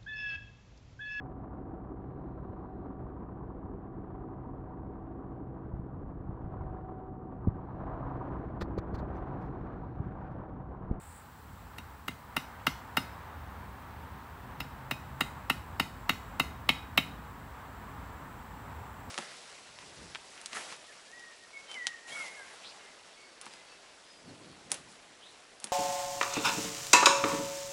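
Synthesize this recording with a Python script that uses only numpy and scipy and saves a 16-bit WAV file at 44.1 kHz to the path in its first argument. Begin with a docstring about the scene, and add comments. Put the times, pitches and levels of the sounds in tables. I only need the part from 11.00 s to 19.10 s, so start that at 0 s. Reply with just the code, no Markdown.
"""Setting eyelets in a forest clearing

A hammer sets eyelets into a sheet several metres off: two runs of blows, each opening with a light tap.
Punch and die clank, the ground thuds beneath them, and the trees scatter every blow back.
Behind it: a far rumble and rush, low drones, insects and microphone hiss."""
import sys
import numpy as np
from scipy import signal
from scipy.fft import rfft, irfft
from scipy.io import wavfile
from scipy.ndimage import uniform_filter1d

SR = 44100
rng = np.random.default_rng(int(sys.argv[2]) if len(sys.argv) > 2 else 0)


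def output_pcm(signal):
    """Save a mono or channel-first signal as 16-bit PCM at the path in sys.argv[1].

    Samples are clipped to [-1, 1] before scaling.
    """
    pcm = np.clip(np.atleast_2d(signal).T, -1, 1) * 32767
    wavfile.write(sys.argv[1], SR, np.round(pcm).astype(np.int16))


N = 357210
TIME_S = np.arange(N) / SR
BLOW_N = SR // 2
AGE_S = np.arange(BLOW_N) / SR  # time since a blow began


def undb(db):
    """Decibels to gain."""
    return 10 ** (np.asarray(db) / 20)


def unit(x):
    """Scale to rms 1."""
    return x / np.sqrt(np.mean(x ** 2))


def noise(colour, size):
    """Noise of rms 1; colour rows are (frequency [Hz], relative density [dB])."""
    hz, db = np.transpose(colour)
    bins_hz = np.maximum(np.fft.rfftfreq(size, 1 / SR), 1)
    gain = undb(np.interp(np.log(bins_hz), np.log(hz), db))
    return unit(irfft(rfft(rng.standard_normal(size)) * gain, size))


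def band(x, lo_hz, hi_hz, order=2):
    """Causal band-pass."""
    return signal.sosfilt(signal.butter(order, [lo_hz, hi_hz], "band", fs=SR, output="sos"), x)


def wander(rate_hz):
    """Smooth random drift of rms 1."""
    hold = int(SR / rate_hz)
    steps = np.repeat(rng.standard_normal(N // hold + 2), hold)
    return unit(uniform_filter1d(steps, hold)[:N])


def ring(hz, t60_s, start_s, size=BLOW_N):
    """Damped mode, struck at start_s."""
    age_s = np.maximum(AGE_S[:size] - start_s, 0)
    return np.cos(2 * np.pi * hz * age_s) * undb(-60 * age_s / t60_s) * (AGE_S[:size] >= start_s)


def hit_gain(x, db):
    """Gain that gives a hit the energy of db rms held for 20 ms."""
    return undb(db) / np.sqrt(np.sum(x ** 2) / (0.02 * SR))


def swell_db(rise_s, start_s=1.06, depth_db=5):
    """Level of a distant sound: starts low, rises once, holds at 0 dB."""
    return -depth_db * np.clip(1 - (TIME_S - start_s) / rise_s, 0, 1)


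def distance(rumble_db=-48, rush_db=-49, split_hz=420):
    """Far rumble and a softer rush, each swelling and wavering."""
    # spectrum of the distance: (frequency [Hz], relative density [dB])
    colour = [(15, -36), (25, -35), (50, -3), (69, -0.5), (121, -5.5), (147, -9), (262, -11.5), (299, -17),
              (342, -18), (609, -18.5), (907, -10.5), (1510, -17.5), (1730, -19.5), (2460, -28.5),
              (5000, -39.5), (6500, -31.5), (11000, -120)]
    air = noise(colour, N)
    rumble = unit(band(air, 28, split_hz, order=3))
    rumble *= undb(rumble_db + swell_db(rise_s=1.2) + 1.34 * wander(5))
    rush = unit(band(air, split_hz, 4000, order=3))
    rush *= undb(rush_db + swell_db(rise_s=0.52) + 0.57 * wander(7.2))
    return rumble + rush


def drones(width_hz=8, fade_s=0.031):
    """Narrow, unsteady hums, like engines a long way off."""
    # far hums: (start [s], end [s], centre [Hz], level [dB])
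    hums = [(0, 0.54, 82.7, -55), (0.557, 1.213, 80.5, -56.5), (2.23, 3.14, 78.2, -50.5),
            (3.402, 4.405, 132, -55), (5.81, 8.103, 279.5, -65)]
    out = np.zeros(N)
    for start_s, end_s, hz, db in hums:
        gate = np.clip(0.5 + np.minimum(TIME_S - start_s, end_s - TIME_S) / fade_s, 0, 1)
        hum = unit(band(rng.standard_normal(N), hz - width_hz / 2, hz + width_hz / 2))
        out += undb(db) * gate * hum
    return out


def insect_chorus():
    """Thin, far chorus of insects in the grass."""
    # chorus loudness: (time [s], level [dB])
    levels = [(0.3, -73), (1.21, -79), (1.84, -74), (2.52, -84), (5.27, -70), (5.47, -77), (5.79, -76),
              (8.1, -70.5)]
    chorus = unit(band(rng.standard_normal(N), 7250, 8000))
    return chorus * undb(np.interp(TIME_S, *np.transpose(levels)) + 0.5 * wander(9.6))


def insect_trill(db=-60.5, hold_s=0.19, fade_db_per_s=260, stroke_hz=54, stroke_depth=0.31):
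    """A nearer insect's short trill at the start, pulsed by its wing strokes."""
    # trill spectrum: (frequency [Hz], relative density [dB])
    colour = [(6000, -36), (7000, -13), (7700, -4), (8300, -5), (9600, -13), (11000, -20), (13000, -45)]
    rate_hz = stroke_hz * (1 + 0.06 * wander(25))
    strokes = 1 + stroke_depth * np.cos(2 * np.pi * np.cumsum(rate_hz) / SR)
    level_db = db - fade_db_per_s * np.maximum(TIME_S - hold_s, 0)
    return unit(noise(colour, N) * strokes) * undb(level_db)


def scatter(x, db, t60_s, start_s, rise_s):
    """Many small reflections: a diffuse answer that swells and dies away."""
    # reflection spectrum: (frequency [Hz], relative density [dB])
    colour = [(100, 5), (300, -1.5), (1000, -2.5), (2500, 0.5), (4500, 2.5), (8000, 2.5), (15000, -4)]
    onset = np.clip((AGE_S - start_s) / rise_s, 0, 1)
    response = noise(colour, BLOW_N) * onset * undb(-60 * AGE_S / t60_s)
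    return undb(db) * signal.fftconvolve(x, response / np.linalg.norm(response))[:BLOW_N]


def soil_thud(db, late_s=0.00938):
    """The backing presses into the soil, which answers late with a dull thump."""
    press = ring(265, 0.0091, 0.0011)
    answer = ring(246, 0.052, late_s) + 0.83 * ring(196, 0.047, late_s) + 0.46 * ring(149, 0.14, late_s)
    thump = band(answer - press, 136, 397)
    return thump * hit_gain(thump, db)


def eyelet_tick(db, crush_s=0.0038, fade_s=0.0018, touch_s=0.00022):
    """Steel touches steel, then the eyelet's rim crushes: a few ms of bright crackle."""
    # crackle spectrum: (frequency [Hz], relative density [dB])
    colour = [(300, 6.5), (1000, 5.5), (3000, 3.5), (4700, 1.5), (5600, 0.5), (9000, -2),
              (12000, 0), (15500, 0.5)]
    touch = 1.3 * np.exp(-AGE_S / touch_s)
    crush = np.interp(AGE_S, [0, crush_s], [0.5, 1]) * np.exp(-np.maximum(AGE_S - crush_s, 0) / fade_s)
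    crackle = noise(colour, BLOW_N) * (touch + crush)
    return crackle * hit_gain(crackle, db)


def punch(db, favoured_hz, favour_db=10, start_s=0.001078):
    """The steel punch rings thinly; the point of impact favours one mode."""
    # punch modes: (frequency [Hz], t60 [s], relative level [dB])
    modes = [(2510, .09, -5), (3807, .55, -12), (5157, .07, -3), (5911, .18, -14.5), (7105, .03, -3),
             (8722, .2, -20), (9932, .2, -22), (10835, .05, -15), (14822, .06, 1)]
    return sum(undb(db + mode_db + favour_db * (hz == favoured_hz)) * ring(hz, t60_s, start_s)
               for hz, t60_s, mode_db in modes)


def disperse(x, centres_hz=(1300, 2200, 2700, 3100, 3700), width_hz=600):
    """All-passes: partials in bending metal arrive apart, spreading the attack over 1-2 ms."""
    radius = np.exp(-np.pi * width_hz / SR)
    for hz in centres_hz:
        poles = np.array([1, -2 * radius * np.cos(2 * np.pi * hz / SR), radius ** 2])
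        x = signal.lfilter(poles[::-1], poles, x)
    return x


def die(knock_db, clank_db, seated, meet_s=0.00031, drive_s=0.0015875, split_hz=1700, size=SR // 10):
    """The punch meets the eyelet, then drives it home; returns the sound ahead and toward the trees."""
    # modes of die and eyelet on their backing: (frequency [Hz], t60 [s], weight ahead [dB],
    # weight toward the trees [dB], weight added when fully seated [dB])
    modes = [(747, 0.017, 8, 10, 5.5), (869, 0.012, 19.5, 11, 0), (1142, 0.015, 7, -3, 5),
             (1300, 0.0084, 10.5, -2, -6), (1393, 0.012, 23, 21, -9), (1827, 0.0087, 24.5, 17, -5),
             (2054, 0.03, 20, 20.5, -14), (2218, 0.034, 5, 0, 15), (2474, 0.031, 8.5, 8.5, 11),
             (2700, 0.027, 18, 5, 3.5), (2797, 0.021, 25, 9, -11), (2944, 0.036, 4, 15.5, -6),
             (3064, 0.01, -0.5, -9, 33.5), (3340, 0.013, -12, -5, 12), (3788, 0.03, 25.5, 19.5, 3),
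             (3870, .02, -6, 12, -16), (4255, 0.037, 12, 15, -16), (4560, 0.019, 18, 6, -8)]
    hz, t60_s, ahead_db, aside_db, seated_db = np.transpose(modes)
    detune, uneven_db = rng.standard_normal((2, len(modes)))
    hz = hz * (1 + 0.003 * detune)
    rings = np.array([ring(f, t, drive_s, size) - 0.31 * ring(f, t, meet_s, size)
                      for f, t in zip(hz, t60_s)])
    rings = disperse(band(rings, 665, 3075, order=3))
    rings *= undb(seated * seated_db + uneven_db)[:, None]
    low = hz < split_hz
    ahead, aside = np.zeros((2, BLOW_N))
    for group, db in ((low, knock_db), (~low, clank_db)):  # the backing knocks, the metal clanks
        sound = undb(ahead_db[group]) @ rings[group]
        gain = hit_gain(sound, db)
        ahead[:size] += gain * sound
        aside[:size] += gain * undb(aside_db[group]) @ rings[group]
    return ahead, aside


def hammer(knock_db=-27, clank_db=-28, tick_db=-34.5, thud_db=-33.5, echo_s=0.0087, echo_db=-13):
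    """Each blow with one close reflection and the scatter of ground and forest."""
    # hammer blows: (time [s], strength [dB], eyelet seated [0-1], punch ping re strength [dB],
    # favoured punch mode [Hz])
    blows = [(0.7821, -22, 0.45, -43, 3807), (1.0804, -10.5, 0.03, -52, 5157),
             (1.365, -5.5, 0.2, -43, 5911), (1.667, -1, 0, -43.5, 5911), (1.9694, -1, 0, -40.5, 5157),
             (3.6025, -14.5, 0.35, -38, 5157), (3.91, -8.7, .5, -33.5, 2510), (4.2072, -3, 0.32, -62, 5911),
             (4.498, -2, 0.37, -49, 5911), (4.797, -2.1, 0.24, -43.5, 5157),
             (5.0926, -1.7, 0.42, -51, 3807), (5.397, -1.3, 0.4, -57, 3807), (5.6894, -0.5, 1, -46, 3807),
             (5.9752, 0.5, 0.9, -41, 3807)]
    out = np.zeros(N + BLOW_N)
    for time_s, strength_db, seated, ping_db, favoured_hz in blows:
        hard_db = 7 * seated  # a seated eyelet no longer cushions the metal
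        ahead, aside = die(knock_db + strength_db, clank_db + strength_db + hard_db, seated)
        tick = eyelet_tick(tick_db + 0.77 * strength_db)
        ping = punch(ping_db + strength_db, favoured_hz)
        thud = soil_thud(thud_db + 0.81 * strength_db)
        all_round = tick + ping + thud
        echo = undb(echo_db) * np.interp(AGE_S - echo_s, AGE_S, ahead, left=0)
        ground = scatter(0.88 * ahead + tick, db=-10, t60_s=0.072, start_s=0.0033, rise_s=0.00074)
        forest = scatter(aside + all_round, db=-11.5, t60_s=0.38, start_s=0.0079, rise_s=0.014)
        start = int(time_s * SR)
        out[start:start + BLOW_N] += ahead + all_round + echo + ground + forest
    return out[:N]


def scene():
    """The clearing, in mono."""
    return (hammer() + distance() + drones() + insect_chorus() + insect_trill())[None]


def record(dry, hiss_db=-61, top_hz=15700):
    """Microphone hiss, then a steep low-pass."""
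    # hiss spectrum: (frequency [Hz], relative density [dB])
    colour = [(1500, -5), (4000, -1.5), (6500, -7.5), (8800, -4.5), (10700, -9), (13000, -4.5), (15600, 1)]
    hiss = undb(hiss_db) * noise(colour, N)
    return signal.sosfilt(signal.ellip(10, 0.2, 70, top_hz, fs=SR, output="sos"), dry + hiss)


dry = scene()
out = record(dry)
output_pcm(out)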